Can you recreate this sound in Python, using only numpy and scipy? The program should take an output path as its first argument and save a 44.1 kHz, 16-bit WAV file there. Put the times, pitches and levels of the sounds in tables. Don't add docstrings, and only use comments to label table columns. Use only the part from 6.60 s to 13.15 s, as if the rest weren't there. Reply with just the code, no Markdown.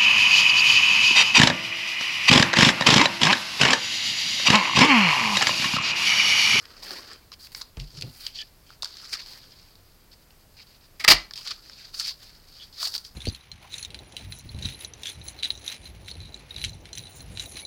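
import sys
import numpy as np
from scipy import signal
from scipy.fft import rfft, irfft
from scipy.io import wavfile

SR = 44100
rng = np.random.default_rng(int(sys.argv[2]) if len(sys.argv) > 2 else 0)


def unload_audio(sound):
    columns = np.transpose(np.atleast_2d(sound))
    steps = np.round(np.clip(columns, -1, 1) * 32767)
    wavfile.write(sys.argv[1], SR, steps.astype(np.int16))


def convert_level_to_amplitude(level_db):
    exponent = np.asarray(level_db, float) / 20
    return 10 ** exponent


N = 288855


def rms_one(x):
    return x / np.sqrt(np.mean(x ** 2) + 1e-20)


def colour(x, spectrum, size=4096):
    hz, db = np.transpose(spectrum)
    grid = np.maximum(np.arange(size // 2 + 1) * SR / size, 1)
    gain = convert_level_to_amplitude(np.interp(np.log(grid), np.log(hz), db))
    cepstrum = irfft(np.log(gain), size)
    cepstrum[1:size // 2] *= 2
    cepstrum[size // 2 + 1:] = 0
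    taps = irfft(np.exp(rfft(cepstrum)), size)
    return signal.fftconvolve(x, taps / np.linalg.norm(taps))[:N]


def drift(rate_hz):
    r = np.exp(-2 * np.pi * rate_hz / SR)
    noise = rng.standard_normal(N + SR)
    wander = signal.lfilter([1], [1, -2 * r, r * r], noise)
    return rms_one(wander[SR:])


def resonance(x, hz, width_hz):
    r = np.exp(-np.pi * width_hz / SR)
    feedback = [1, -2 * r * np.cos(2 * np.pi * hz / SR), r * r]
    return signal.lfilter([(1 - r * r) / 2, 0, (r * r - 1) / 2], feedback, x)


def modes(x, rows):
    total = 0
    for k, (hz, width_hz, db) in enumerate(rows):
        unit_energy = np.sqrt(SR / np.pi / width_hz)
        total = total + (-1) ** k * convert_level_to_amplitude(db) * unit_energy * resonance(x, hz, width_hz)
    return total


def patchy_body(x, rows, patch_db):
    total = 0
    for k, mode in enumerate(rows):
        wandering = x * convert_level_to_amplitude(patch_db * drift(16.0))
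        total = total + (-1) ** k * modes(wandering, [mode])
    return total


def burst(s, rise_ms, hold_ms, dying_ms):
    ms = np.arange(SR // 2) * 1000 / SR
    rise = np.minimum(ms / rise_ms, 1) ** 2
    decay = np.exp(-np.maximum(ms - rise_ms - hold_ms, 0) / dying_ms)
    at = round(s * SR)
    return slice(at, at + len(ms)), (rise * decay)[:N - at]


# f/Hz, level/dB (relative)
FLOOR_SPECTRUM = [(12, -29.5), (20, 3), (114, -6.5), (184, -12), (465, -17), (3830, -27), (12800, -30.5),
                  (15900, -27.5), (16400, -64)]


def floor():
    floor_db, whine_db = -56, -71.5
    whine_hz, pass_width_hz = 12750, 260
    white = rng.standard_normal((2, N))
    whine = white[1]
    for _ in range(2):
        whine = resonance(whine, whine_hz, pass_width_hz)
    return convert_level_to_amplitude(floor_db) * colour(white[0], FLOOR_SPECTRUM) + convert_level_to_amplitude(whine_db) * rms_one(whine)


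def thin_edge_hiss(x):
    return signal.sosfilt(signal.butter(2, 6000, "high", fs=SR, output="sos"), x)


# t/s, level/dB
STROKES = [((-3.5, -1, -25), [(0, -57.5), (.2, -55.5)]), ((-3.5, -2.5, -9.5), [(.2, -64), (.235, -43.5),
           (.29, -46.5), (.315, -43), (.44, -48.5), (.53, -52), (.6, -63.5)]), ((-11.5, -12, -5.5),
           [(.79, -61), (.835, -51), (.872, -50), (.88, -59)]), ((-7.5, -16, -0.5), [(.918, -52.5),
           (.94, -60), (.977, -49), (1.012, -51), (1.04, -65)]), ((-18, -4.5, -41), [(1.195, -47.5),
           (1.27, -62.5), (1.32, -56.5), (1.39, -46), (1.44, -70)]), ((-9, -5, -2.2), [(1.44, -60),
           (1.59, -58)]), ((-12, 0, -8), [(1.59, -56), (1.63, -49), (1.67, -45), (1.73, -59)]),
           ((-34, -2.9, -18), [(1.73, -60), (1.757, -43.5), (1.82, -42), (1.828, -53)]),
           ((-10.5, -5.5, -14), [(2.222, -53.5), (2.4, -48), (2.51, -48), (2.535, -31), (2.58, -49),
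           (2.6, -42), (2.65, -54)]), ((-6.5, -6, -6.5), [(2.66, -50), (2.78, -52.5), (2.8, -63)]),
           ((-10.5, -2.5, -22), [(2.79, -57.5), (3.05, -60.5), (3.14, -70.5)]), ((-11, -2.6, -16.5),
           [(4.755, -45.5), (4.78, -43.5), (4.84, -50), (4.875, -37.5), (4.893, -42.5), (4.912, -32.5),
           (4.94, -49.5), (4.975, -61)]), ((-11.5, -6, -21.5), [(4.975, -57.5), (5.15, -53.5), (5.2, -49),
           (5.25, -51), (5.32, -59)]), ((-16.5, -12, -12.5), [(5.325, -56.5), (5.35, -40.5), (5.385, -40.5),
           (5.4, -31), (5.43, -39.5), (5.48, -35), (5.51, -40), (5.55, -57)]), ((-10, -6, -10.5),
           [(5.59, -61.5), (5.63, -48.5), (5.66, -53.5), (5.84, -67)]), ((-14.5, -4.5, -9), [(5.87, -64),
           (5.97, -56.5), (6.02, -51.5), (6.06, -58.5), (6.11, -69)]), ((-15, -23.5, -9.5), [(6.126, -54.5),
           (6.18, -42.5), (6.225, -33), (6.27, -37), (6.33, -44), (6.343, -35.5), (6.364, -33.5),
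           (6.369, -46), (6.42, -57)]), ((-17, -16.5, -14), [(6.42, -82), (6.455, -46), (6.549, -74)])]
# t/s, length/ms, level/dB
BRUSHES = [(0.72, 14, -49), (2.06, 87, -61.5), (3.51, 24.4, -55.5), (3.964, 61, -54), (4.06, 100, -65),
           (4.201, 60, -66.5)]
# low body level/dB, high body level/dB, hiss level/dB (re the brush)
BRUSH_COLOUR = (-12.5, 0, -15)
# f/Hz, width/Hz, level/dB
EDGE_MODES = [(4500, 806, 3.5), (5062, 950, 1), (3990, 940, -9), (6100, 2900, -8.5)]
# f/Hz, width/Hz, level/dB
BODY_MODES = [(480, 790, -10.5), (1040, 204, -5.5), (1245, 520, -1.5), (1910, 760, 0)], [(2434, 470, -7.5),
              (3204, 240, -8.5)]
# f/Hz, width/Hz, level/dB
UNDER_MODES = [(363, 270, 5.5)]


def shares_db(low_db, high_db, hiss_db):
    table_db = 2.5 + 4.2 * low_db
    return np.array([0, table_db, low_db, high_db, hiss_db])[:, None]


def hand_pressure():
    stir_db = -71
    fade_s, fade_db = 0.06, 13
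    press = np.zeros((5, N))
    press[0] = convert_level_to_amplitude(stir_db) ** 2
    for held_db, rows in STROKES:
        last_s, last_db = rows[-1]
        s, level_db = np.transpose(rows + [(last_s + fade_s, last_db - fade_db)])
        where = np.arange(round(s[0] * SR), min(round(s[-1] * SR), N))
        pressing_db = np.interp(where / SR, s, level_db)
        press[:, where] += convert_level_to_amplitude(pressing_db + shares_db(*held_db)) ** 2
    for s, length_ms, level_db in BRUSHES:
        where, shape = burst(s, 5.8, length_ms, 5.8)
        press[:, where] += (convert_level_to_amplitude(level_db + shares_db(*BRUSH_COLOUR)) * shape) ** 2
    return press


def sliding():
    grains_per_s, ticks_per_s, tick_db = 600, 100, 1
    spread_db, smooth = -1.5, 0.91
    clump_db, rasp_db = 1.5, 1.45
    edge_patch_db, body_patch_db = 1.5, 3.5
    press = hand_pressure()
    sizes = convert_level_to_amplitude(spread_db * np.minimum(rng.exponential(1, N), 4)) * rng.choice([-1, 1], N)
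    chance = rng.random(N)
    catches = (chance < grains_per_s / SR) + convert_level_to_amplitude(tick_db) * (chance < ticks_per_s / SR)
    grains = rms_one(sizes * catches)
    rub = smooth * rng.standard_normal((5, N)) + np.sqrt(1 - smooth ** 2) * grains
    unevenness = convert_level_to_amplitude(clump_db * drift(45) + rasp_db * drift(160))
    rub = rub * np.sqrt(press) * unevenness + 1e-18
    edge, under, low, high, hiss = rub
    treble = patchy_body(edge, EDGE_MODES, edge_patch_db)
    treble = treble + thin_edge_hiss(hiss * convert_level_to_amplitude(body_patch_db * drift(2.3)))
    body = patchy_body(low, BODY_MODES[0], body_patch_db) + patchy_body(high, BODY_MODES[1], body_patch_db)
    return treble + modes(under, UNDER_MODES) + body


# t/s, level/dB (relative), f/Hz of the patch that rings
SNAPS = [(0.054, -32, 2380), (0.3071, -23, 1170), (0.532, -35.5, 7800), (0.7184, -30, 1110),
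         (0.87, -36, 2270), (0.9482, -20.5, 2080), (1.0127, -23, 1320), (1.017, -22, 4340),
         (1.1701, -34, 2600), (1.1994, -26.5, 2620), (1.3727, -31, 2780), (1.411, -20.5, 4730),
         (1.4223, -18.5, 2430), (1.666, -17, 2940), (2.1039, -40.5, 1350), (2.2229, -18, 4130),
         (2.2266, -50, 4600), (2.2303, -17.5, 1020), (2.237, -37, 4700), (2.245, -17.5, 4350),
         (2.2562, -25, 1350), (2.274, -37, 4500), (2.369, -29, 4800), (2.452, -32, 1450),
         (2.53, -22.5, 2950), (3.154, -41.5, 4630), (3.706, -46.5, 2810), (4.7096, -28.5, 1450),
         (4.7359, -23.5, 3600), (4.7584, -27, 2530), (4.7762, -25, 2960), (4.8744, -20, 3100),
         (4.9078, -22.5, 3030), (5.097, -31, 1600), (5.3975, -17, 4700), (5.411, -25.5, 1630),
         (6.2286, -15, 1090), (6.268, -26.5, 900), (6.273, -18.5, 4700), (6.34, -20.5, 4160),
         (6.351, -19.5, 1140), (6.3791, -20.5, 4700), (6.449, -29, 3530)]


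def snaps():
    crest_db, tick_db, hiss_db = -11.5, 3.5, -22.5
    rise_ms, dying_ms = 0.8, 1.1
    flutter_db, flutter_ms = -9.5, 6.5
    sharpness = 4.1
    patch_db, patch_follows, usual_snap_db = -24, 0.83, -23
    edge, body, tick = np.zeros((3, N))
    white = rng.choice([-1, 1], (3, N))
    for s, peak_db, hz in SNAPS:
        start_s = s - rise_ms / 2000
        where, sudden = burst(start_s, rise_ms, 0.36, dying_ms)
        flutter = burst(start_s, rise_ms, 0.5, flutter_ms)[1]
        shape = convert_level_to_amplitude(crest_db) * (sudden + convert_level_to_amplitude(flutter_db) * flutter)
        edge[where] += convert_level_to_amplitude(peak_db) * shape
        tick[round(s * SR)] = convert_level_to_amplitude(peak_db + tick_db)
        ring_db = patch_db + patch_follows * (peak_db - usual_snap_db)
        body[where] += modes(shape * white[1, where], [(hz, hz / sharpness, ring_db)])
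    treble = modes(edge * white[0] + tick, EDGE_MODES)
    hiss = thin_edge_hiss(convert_level_to_amplitude(hiss_db) * (edge * white[2] + tick))
    return treble + hiss + body


def room(x):
    t60_s, level_db, cut_hz = 0.26, -17, 3200
    t = np.arange(SR // 2) / SR
    tail = rng.standard_normal(len(t)) * convert_level_to_amplitude(-60 * t / t60_s) * (t > .004)
    tail = signal.sosfilt(signal.butter(1, cut_hz, fs=SR, output="sos"), tail)
    return convert_level_to_amplitude(level_db) * signal.fftconvolve(x, tail / np.linalg.norm(tail))[:N]


# t/s, sway level/dB, panel level/dB, hold/ms
TABLE_SHAKES = [(1.166, -31, -43, 9.7), (1.198, -48.5, -47.5, 35), (1.33, -51, -46.5, 110),
                (1.421, -61, -42, 64), (4.474, -31.5, -43, 51)]
# f/Hz, width/Hz, level/dB
TABLE_MODES = [(42, 7.8, 0)], [(108, 26, -1.5), (143, 12, 3), (248, 20, -16.5), (330, 150, -13)]


def table():
    shake = np.zeros((2, N))
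    for s, sway_db, panel_db, hold_ms in TABLE_SHAKES:
        where, shape = burst(s, 6.0, hold_ms, 14.0)
        shake[:, where] += convert_level_to_amplitude(np.array([[sway_db], [panel_db]])) * shape
    sway, panel = shake * rng.standard_normal((2, N)) + 1e-18
    return modes(sway, TABLE_MODES[0]) + modes(panel, TABLE_MODES[1])


# t/s, length/ms, level/dB
SQUEAKS = [(1.752, 31, -55.5), (1.784, 14, -42.5), (1.799, 7.5, -39.5), (1.813, 10, -43),
           (5.995, 42, -54.5)]
# f/Hz, width/Hz, level/dB
HOUSING_MODES = [(1755, 68, -9.5), (2990, 150, 0.5), (3400, 110, 5)]


def squeaks():
    press = np.zeros(N)
    for s, length_ms, db in SQUEAKS:
        where, shape = burst(s, 4.0, length_ms - 4, 3.0)
        press[where] += convert_level_to_amplitude(db) * shape
    flutter = convert_level_to_amplitude(3.1 * drift(69))
    friction = press * flutter * rng.standard_normal(N) + 1e-18
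    return patchy_body(friction, HOUSING_MODES, 3.9)


# t/s, level/dB (relative), rise/ms, hold/ms, dying time/ms
CUT_STAGES = [(4.394, -31, 5, 14, 14), (4.437, -18, 7, 3, 3), (4.4472, -9, .5, .3, 1.2),
              (4.4765, -1, 4, 9, 1.5), (4.49, -10, .6, 10, 2), (4.5013, -3, .8, 4.5, 1.2),
              (4.508, 0, .6, 13, 2.5), (4.522, -10, 1.2, 4, 12)]
# f/Hz, level/dB (relative)
CUT_SPECTRUM = [(120, -30.5), (250, -9.5), (870, -19.5), (4000, -3), (4860, 4), (5840, -9), (9000, -19),
                (16000, -22)]
# f/Hz, width/Hz, level/dB
LEVER_MODES = [(639, 58, -23.5), (822, 50, -17.5), (1228, 61, -12.5), (1870, 160, -9)]


def punch():
    force_db, crunch_db = -6.0, 1.1
    through_s = 4.49
    biting_db, through_db = 3, -7.5
    force, squeal = np.zeros((2, N))
    for s, db, rise_ms, hold_ms, dying_ms in CUT_STAGES:
        where, shape = burst(s, rise_ms, hold_ms, dying_ms)
        squeal_db = biting_db if s < through_s else through_db
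        force[where] += convert_level_to_amplitude(db + force_db) * shape
        squeal[where] += convert_level_to_amplitude(db + force_db + squeal_db) * shape
    crunch = rng.standard_normal((2, N)) * convert_level_to_amplitude(crunch_db * drift(200))
    force, squeal = np.array([force, squeal]) * crunch + 1e-18
    die = modes(squeal, [(2150, 450, -4)])
    return colour(force, CUT_SPECTRUM) + modes(force, LEVER_MODES) + die


def scene():
    sharp = snaps() + punch()
    soft = floor() + sliding() + table() + squeaks()
    return (sharp + room(sharp) + soft)[None]


def roll_off(x):
    return signal.sosfilt(signal.butter(12, 16100, fs=SR, output="sos"), x)


def record(dry):
    overload = 0.8
    mix = dry / (1 + np.abs(dry / overload) ** 4) ** (1 / 4)
    return roll_off(mix)


dry = scene()
out = record(dry)
unload_audio(out)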